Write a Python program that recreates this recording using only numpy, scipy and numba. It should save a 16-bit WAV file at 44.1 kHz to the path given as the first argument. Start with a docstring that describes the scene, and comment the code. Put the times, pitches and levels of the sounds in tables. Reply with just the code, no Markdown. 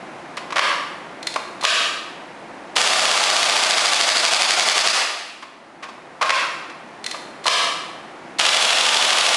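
"""A gas blowback airsoft rifle in a hard-walled room with a steady ventilation rush.
Hands bump the magazine and latch it, the bolt slams home, and a full-auto burst of gas pops and bolt
clacks follows, slowing and weakening as the gas cools. The magazine is latched again, the bolt slams
and a shorter burst fires at an even rate. Throughout, a gain control flattens every loud blow and
lets the room's ring swell up behind it."""
import sys
import numpy as np
from scipy import signal
from scipy.fft import rfft, irfft
from scipy.io import wavfile
from numba import njit

SR = 44100
rng = np.random.default_rng(int(sys.argv[2]) if len(sys.argv) > 2 else 0)


def transcribe(u):
    """Save the signal u as a 16-bit wav file named by the first command-line argument.

    u: samples, shape (n,) or (channels, n), limited to [-1, 1]; the rate is SR.
    q: integer samples, one column per channel.
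    """
    v = np.clip(np.atleast_2d(u).T, -1, 1)
    q = np.round(v * 32767).astype(np.int16)
    wavfile.write(sys.argv[1], SR, q)


N = 412776


def amp(db):
    """Decibels to gain."""
    return 10 ** (np.asarray(db) / 20)


def unit_energy(x):
    """Scale so that the squares sum to one."""
    return x / np.sqrt(np.sum(x ** 2) + 1e-20)


def at_hz(points, hz):
    """Read a table on a log-frequency axis."""
    table_hz, values = np.transpose(points)
    return np.interp(np.log(np.maximum(hz, 1)), np.log(table_hz), values)


def convolve(x, response):
    """Play x through an impulse response."""
    return signal.fftconvolve(x, response)[:len(x)]


def colour(spectrum, size=8192):
    """Minimum-phase impulse response with the given spectrum."""
    gain = amp(at_hz(spectrum, np.fft.rfftfreq(size, 1 / SR)))
    cepstrum = irfft(np.log(gain))
    cepstrum[1:size // 2] *= 2
    cepstrum[size // 2 + 1:] = 0
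    return irfft(np.exp(rfft(cepstrum)))


def body(spectrum, modes):
    """Impulse response of a part: a broad crack with resonances ringing out of it."""
    crack, rings = colour(spectrum), 0
    for hz, width_hz, db in modes:
        r = np.exp(-np.pi * width_hz / SR)
        poles = [1, -2 * r * np.cos(2 * np.pi * hz / SR), r * r]
        rings = rings + amp(db) * (1 - r * r) / 2 * signal.lfilter([1, 0, -1], poles, crack)
    return unit_energy(crack + rings)


def blows(rows, rise, size=8192):
    """Each contact or puff is a rough, broadband force; it swells over `rise` of its length, then dies."""
    force, t = np.zeros(N + 2 * size), np.arange(size) / SR
    for (s, db, length_s), grit in zip(rows, rng.standard_normal((len(rows), size))):
        decay, start = np.exp(-t / length_s), int(s * SR)
        swell = (1 - np.exp(-t / (rise * length_s))) ** 2
        whitened = irfft(np.exp(1j * np.angle(rfft(grit * decay * swell))))
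        pulse = unit_energy(whitened * np.sqrt(swell * np.sqrt(decay)))
        force[start:start + size] += amp(db) * np.linalg.norm(decay) * pulse
    return force[:N]


def pattern(events, contacts):
    """Repeat a run of contacts at every event (s, force dB)."""
    return [(s + delay_s, force_db + db, length_s)
            for s, force_db in events for delay_s, db, length_s in contacts]


# Air spectrum. Each row: frequency in Hz, relative level in dB.
VENT_SPECTRUM = [(15, -65), (25, -27), (92, -21.5), (160, -7.5), (260, -5), (353, -1), (444, -9), (492, -5),
                 (559, -5), (703, -3), (884, -4.5), (1230, -8.5), (2100, -12), (3320, -21.5),
                 (11000, -37.5), (14300, -68), (22000, -120)]

def ventilation(rms_db=-36.5):
    """Steady rush of moving air."""
    return amp(rms_db) * convolve(rng.standard_normal(N), unit_energy(colour(VENT_SPECTRUM)))


# Spectra of the struck parts. 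Each row: frequency in Hz, relative level in dB.
RECEIVER_SPECTRUM = [(40, -27), (120, -29), (300, -14), (550, -8), (800, -0.5), (1300, 4), (2400, 3),
                     (4000, -4), (5300, -7), (8000, -17.5), (11000, -23.5)]
MAGAZINE_SPECTRUM = [(40, -27), (150, -36), (350, -16), (550, 1.5), (800, -0.5), (1150, 2.5), (1500, -5.5),
                     (2500, -7.5), (5000, -14.5), (11000, -30)]
CATCH_SPECTRUM = [(100, -17), (800, 0), (2000, 12.5), (4500, 11.5), (7000, 7), (11000, 0.5)]
BUFFER_SPECTRUM = [(60, -28), (300, -19), (700, -2), (1800, -0.5), (3000, -1), (4200, -1), (7000, -8.5),
                   (11000, -18.5)]
# Their resonances. Each row: frequency in Hz, width in Hz, gain in dB.
RECEIVER_MODES = [(580, 160, 2.5), (1064, 12, 9.5), (1175, 77, -2.5), (1590, 51, -13), (2260, 160, -16)]
MAGAZINE_MODES = [(1020, 120, 2), (1104, 38, 4.2), (1190, 57, 3.7)]
CATCH_MODES = [(1990, 35, 8), (3623, 120, 3), (4155, 79, 8.5), (4210, 74, 6.5), (5740, 60, -5)]
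BUFFER_MODES = [(2950, 510, 0.9), (3290, 35, 1.3)]
# Handling bumps. Each row: start in seconds, receiver in dB, magazine in dB, length in seconds.
BUMPS = [(.370, -21, -24, 0.0068), (0.503, -25, -26, 0.0047), (0.521, -20.5, -19, 0.0048),
         (0.555, -15, -24, 0.0056), (0.563, -12, -17, 0.0056), (1.358, -19, -8.5, 0.0034),
         (5.421, -21.5, -22, 0.0081), (5.822, -20.5, -24, 0.012), (5.882, -37, -22.5, 0.0085),
         (6.21, -12, -4, 0.0067), (6.222, -1, -3, 0.0056), (6.695, -27, -31, .006),
         (7.139, -29, -20, 0.0063)]
# Catch clicks and pushes that seat the magazine. Each row: time in seconds, force in dB.
CLICKS = [(0.368, -25), (1.227, -23), (1.269, -11), (1.339, -20.5), (7.041, -18.5), (7.062, -11.5),
          (7.111, -14.5)]
SEATINGS = [(.590, -1), (6.302, 2)]
# The magazine meets the catch, then its stop.
# Each row: offset from the stop in seconds, relative level in dB, length in seconds.
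SEAT_RECEIVER = [(-.009, -2.5, 0.0016), (0, 7.5, 0.0036)]
SEAT_MAGAZINE = [(-.009, -14, 0.0069), (0, 2, 0.0017)]
SEAT_BUFFER = [(0.0014, -6.5, 0.0029)]

def magazine_handling(click_s=0.0031):
    """Hands knock the receiver, steel catches click, and the hollow magazine clunks home."""
    knocks = [(s, db, length_s) for s, db, _, length_s in BUMPS] + pattern(SEATINGS, SEAT_RECEIVER)
    clunks = [(s, db, length_s) for s, _, db, length_s in BUMPS] + pattern(SEATINGS, SEAT_MAGAZINE)
    clicks = [(s, db, click_s) for s, db in CLICKS]
    jolts = pattern(SEATINGS, SEAT_BUFFER)
    return (convolve(blows(knocks, rise=0.66), body(RECEIVER_SPECTRUM, RECEIVER_MODES))
            + convolve(blows(clunks, rise=0.83), body(MAGAZINE_SPECTRUM, MAGAZINE_MODES))
            + convolve(blows(clicks, rise=0.38), body(CATCH_SPECTRUM, CATCH_MODES))
            + convolve(blows(jolts, rise=0.68), body(BUFFER_SPECTRUM, BUFFER_MODES)))


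# Bolt releases. Each row: slam time in seconds, slam force in dB, run-up force in dB.
RELEASES = [(1.648, -0.5, -12.5), (7.478, -0.5, -3)]
# Run-up and slam contacts.
# Each row: offset from the slam in seconds, relative level in dB, length in seconds.
RUN_MAGAZINE = [(-.024, -7.5, 0.004), (-.013, -1.5, 0.007)]
RUN_STEEL = [(-.019, -18, 0.0095), (-.012, -1, .0016)]
RUN_BUFFER = [(-0.0086, -2.4, .003)]
SLAM_STEEL = [(0.00098, 1.8, 0.00073)]
SLAM_RECEIVER = [(0.0013, 1.3, 0.003)]
SLAM_MAGAZINE = [(0.0016, 7.5, 0.0028)]
SLAM_BUFFER = [(0.00075, 14.6, 0.0022)]

def bolt_release(catch_lead_s=0.040, catch_db=-27, catch_s=0.01):
    """The catch lets go, the bolt runs forward over the magazine and its slam shakes the whole rifle."""
    slams = [(s, db) for s, db, _ in RELEASES]
    run_ups = [(s, db) for s, _, db in RELEASES]
    unlatch = [(s - catch_lead_s, catch_db, catch_s) for s, _ in slams]
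    steel = unlatch + pattern(run_ups, RUN_STEEL) + pattern(slams, SLAM_STEEL)
    knocks = pattern(slams, SLAM_RECEIVER)
    clunks = pattern(run_ups, RUN_MAGAZINE) + pattern(slams, SLAM_MAGAZINE)
    jolts = pattern(run_ups, RUN_BUFFER) + pattern(slams, SLAM_BUFFER)
    return (convolve(blows(steel, rise=0.19), body(CATCH_SPECTRUM, CATCH_MODES))
            + convolve(blows(knocks, rise=0.49), body(RECEIVER_SPECTRUM, RECEIVER_MODES))
            + convolve(blows(clunks, rise=0.71), body(MAGAZINE_SPECTRUM, MAGAZINE_MODES))
            + convolve(blows(jolts, rise=0.8), body(BUFFER_SPECTRUM, BUFFER_MODES)))


# Trigger pulls. Each row: opening pop time in seconds, hammer in dB, pop in dB, bolt in dB.
TRIGGER_PULLS = [(2.761, -20, 11, 1), (8.391, -16, 6, 0)]
# Bolt on buffer. Each row: delay after the pop in seconds, relative level in dB, length in seconds.
OPENING_KICK = [(.006, 19, .0011), (0.017, 14.5, 0.0042)]

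def trigger_pulls(hammer_lead_s=0.0073, hammer_s=0.0068):
    """The hammer snaps, and the first puff of gas kicks the bolt from rest into the buffer."""
    hammer = [(s - hammer_lead_s, db, hammer_s) for s, db, _, _ in TRIGGER_PULLS]
    kicks = pattern([(s, db) for s, _, _, db in TRIGGER_PULLS], OPENING_KICK)
    return (convolve(blows(hammer, rise=0.33), body(CATCH_SPECTRUM, CATCH_MODES))
            + convolve(blows(kicks, rise=0.73), body(BUFFER_SPECTRUM, BUFFER_MODES)))


# Firing cycle. Each row: shot number, cycle length in seconds.
FIRST_CYCLE_S = [(0, .05942), (4, .06028), (9, .06504), (14, .07397), (19, .07988), (27, .09427)]

def first_burst(start_s=2.8142, shots=29):
    """Clack times in seconds; the cycle lengthens as the gas cools."""
    cycles_s = np.interp(np.arange(shots - 1), *np.transpose(FIRST_CYCLE_S))
    return start_s + np.r_[0, np.cumsum(cycles_s)]


# Gas pressure. 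Each row: time in seconds, force in dB.
PRESSURE_DB = [(2.76, 2.5), (3.5, 2), (4.3, -1), (4.9, -3.5)]

def pressure_db(times_s):
    """Force of the gas, falling through the first burst."""
    return np.interp(times_s, *np.transpose(PRESSURE_DB))


def second_burst(start_s=8.491, cycle_s=0.08, shots=12):
    """Evenly spaced shots of equal force: (s, force dB)."""
    return [(start_s + cycle_s * k, 0) for k in range(shots)]


# Pop spectrum. Each row: frequency in Hz, relative level in dB.
GAS_SPECTRUM = [(40, -36), (100, -20.5), (165, -11.5), (270, -7.5), (420, -3.5), (600, 1.5), (1200, 3),
                (1700, -1.5), (3000, 2.5), (5000, -2), (7500, -5.5), (11000, -14)]
# Pop resonances. Each row: frequency in Hz, width in Hz, gain in dB.
GAS_MODES = [(710, 170, -2.5), (1175, 120, -8)]
# Puffs per cycle, by burst.
# Each row: offset from the clack in seconds, relative level in dB, length in seconds.
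FIRST_PUFFS = [(-.026, 2, 0.0092), (-.012, 8, 0.0078)]
SECOND_PUFFS = [(-.029, 19.5, 0.0053)]

def gas_pops(opening_pop_s=0.0067):
    """Gas puffs from the muzzle at each shot, weakening in the first burst as the magazine cools."""
    opening = [(s, db, opening_pop_s) for s, _, db, _ in TRIGGER_PULLS]
    cooling = zip(first_burst(), pressure_db(first_burst()))
    puffs = opening + pattern(cooling, FIRST_PUFFS) + pattern(second_burst(), SECOND_PUFFS)
    return convolve(blows(puffs, rise=0.46), body(GAS_SPECTRUM, GAS_MODES))


# Bolt and carrier spectra. Each row: frequency in Hz, relative level in dB.
BOLT_SPECTRUM = [(60, -41), (150, -41), (300, -20), (800, -6.5), (2000, 0.5), (3200, 2.5), (5000, -1),
                 (7000, -8), (11000, -12.5)]
CARRIER_SPECTRUM = [(60, -53), (300, -36), (800, -1), (2000, 6.5), (3600, 1), (5000, 1), (6500, 0.5),
                    (11000, -13.5)]
# Their resonances. 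Each row: frequency in Hz, width in Hz, gain in dB.
BOLT_MODES = [(3397, 71, 3), (4770, 450, -16)]
CARRIER_MODES = [(3780, 220, -9), (4440, 370, 4.5), (4860, 130, 4)]
# Contacts per cycle, by burst.
# Each row: offset from the clack in seconds, relative level in dB, length in seconds.
FIRST_CLACKS = [(0, 20, 0.00086), (.0018, 15.5, 0.0011), (.023, 8.3, .003)]
FIRST_REBOUNDS = [(.0008, 19.6, 0.0013), (.011, 15, 0.0022), (.029, 8, 0.0032)]
SECOND_CLACKS = [(-.0275, 25.6, 0.0024), (-.0008, 29, 0.00083)]
SECOND_RECOILS = [(-.041, 16.6, 0.0072), (-.030, 17, 0.0039), (-.006, 20, 0.0055), (-.0005, 24.4, 0.003)]

def blowback(clack_db=-1.2, scatter_db=0.8, pressure_share=0.45, rebound_swing_db=2.9):
    """The bolt clacks each cycle; it rebounds in the first burst and hits the buffer in the second."""
    times_s = first_burst()
    drive_db = pressure_share * pressure_db(times_s)
    force_db = clack_db + drive_db + scatter_db * rng.standard_normal(len(times_s))
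    clacks = pattern(zip(times_s, force_db), FIRST_CLACKS) + pattern(second_burst(), SECOND_CLACKS)
    # with less gas to cushion it, the carrier rebounds more freely
    rebound_db = drive_db + rebound_swing_db * np.linspace(-1, 1, len(times_s))
    rebounds = pattern(zip(times_s, rebound_db), FIRST_REBOUNDS)
    recoils = pattern(second_burst(), SECOND_RECOILS)
    return (convolve(blows(clacks, rise=0.37), body(BOLT_SPECTRUM, BOLT_MODES))
            + convolve(blows(rebounds, rise=0.32), body(CARRIER_SPECTRUM, CARRIER_MODES))
            + convolve(blows(recoils, rise=0.12), body(BUFFER_SPECTRUM, BUFFER_MODES)))


# Room decay. Each row: frequency in Hz, time to fall 60 dB in seconds.
ROOM_T60_S = [(150, 0.28), (400, 0.88), (1000, 0.89), (2800, 0.87), (5500, 0.6969), (11000, 0.75)]

def room(build_s=0.0034, size=52000):
    """Diffuse ring of the room: it builds up, then each band dies at its own rate."""
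    t, tail = np.arange(size) / SR, 0
    edges_hz = np.geomspace(40, 16000, 19)
    for low, high in zip(edges_hz, edges_hz[1:]):
        bandpass = signal.butter(2, [low, high], "band", fs=SR, output="sos")
        band = signal.sosfilt(bandpass, rng.standard_normal(size))
        decay = np.exp(-np.log(1000) * t / at_hz(ROOM_T60_S, np.sqrt(low * high)))
        shape = decay * (1 - np.exp(-t / build_s))
        tail = tail + unit_energy(band * shape) * np.linalg.norm(shape) * np.sqrt(high - low)
    return unit_energy(tail)


def reverberate(x, sway_hz=1.3):
    """The rifle sways in the hands, so its sound slides between two rings of the room."""
    angle = 2 * np.pi * sway_hz * np.arange(N) / SR
    return convolve(x * np.cos(angle), room()) + convolve(x * np.sin(angle), room())


# Strongest reflections. Each row: delay in seconds, gain in dB.
REFLECTIONS = [(.0052, -18), (0.0219, -31)]

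def reflections(x):
    """Single bounces off the nearest hard surfaces."""
    return sum(amp(db) * np.pad(x, (round(delay_s * SR), 0))[:N] for delay_s, db in REFLECTIONS)


def scene(handling_room_db=-5.5, slam_room_db=-4, bolt_room_db=-4.5, gas_room_db=5.0):
    """Rifle, room and ventilation; the muzzle points away, so the pops are the wettest."""
    hands, slams = magazine_handling(), bolt_release() + trigger_pulls()
    bolt, gas = blowback(), gas_pops()
    ring = (reverberate(amp(handling_room_db) * hands + amp(slam_room_db) * slams)
            + amp(bolt_room_db) * reverberate(bolt)
            + amp(gas_room_db) * reverberate(gas))
    return (hands + slams + bolt + gas + reflections(bolt) + ring + ventilation())[None]


@njit
def follow(x, attack_s, release_s):
    """Envelope that rises and falls with separate time constants."""
    out, level = np.empty_like(x), 0.0
    for i in range(len(x)):
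        level += (x[i] - level) / (1 + SR * (attack_s if x[i] > level else release_s))
        out[i] = level
    return out


def gain_control(x, threshold_db=-17.0, slope=0.96, ahead_s=0.00267, hold_share=0.63):
    """A fast limiter; after long loud passages a slow stage keeps the gain down for a while."""
    t = np.arange(N) / SR
    level = follow(np.abs(x), attack_s=0.0046, release_s=0.016)
    ahead_db = 20 * np.log10(np.interp(t + ahead_s, t, level) + 1e-9)
    cut_db = slope * np.maximum(ahead_db - threshold_db, 0)
    held_db = hold_share * follow(cut_db, attack_s=0.46, release_s=0.98)
    return x * amp(-np.maximum(cut_db, held_db))


# Level dips. Each row: delay after the clack in seconds, depth in dB at the first shot, at the last.
LULLS = [(0.017, 2, 0), (.053, 1, 5)]

def lulls(width_s=0.007):
    """Gain that dips twice a cycle in the first burst; the early dip fades, the late one deepens."""
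    t, clacks_s = np.arange(0, N, 64) / SR, first_burst()
    sag_db = sum(depth_db * np.exp(-((t - s - delay_s) / width_s) ** 2)
                 for delay_s, first_db, last_db in LULLS
                 for s, depth_db in zip(clacks_s, np.linspace(first_db, last_db, len(clacks_s))))
    return amp(-np.interp(np.arange(N) / SR, t, sag_db))


# Dull top: the treble drops away above 11 kHz. Each row: frequency in Hz, gain in dB.
DULL_TOP_DB = [(20, 0), (10900, 0), (11400, -18), (14000, -18), (15500, -38)]

def record(dry, ceiling=1.1, stopband_hz=15500):
    """Gain control, brief lulls, rounded peaks, a dull top and a steep low-pass."""
    levelled = gain_control(dry[0]) * lulls()
    rounded = ceiling * np.tanh(levelled / ceiling)
    dull = convolve(rounded, colour(DULL_TOP_DB))
    lowpass = signal.cheby2(12, 70, stopband_hz, fs=SR, output="sos")
    return signal.sosfilt(lowpass, dull)[None]


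dry = scene()
out = record(dry)
transcribe(out)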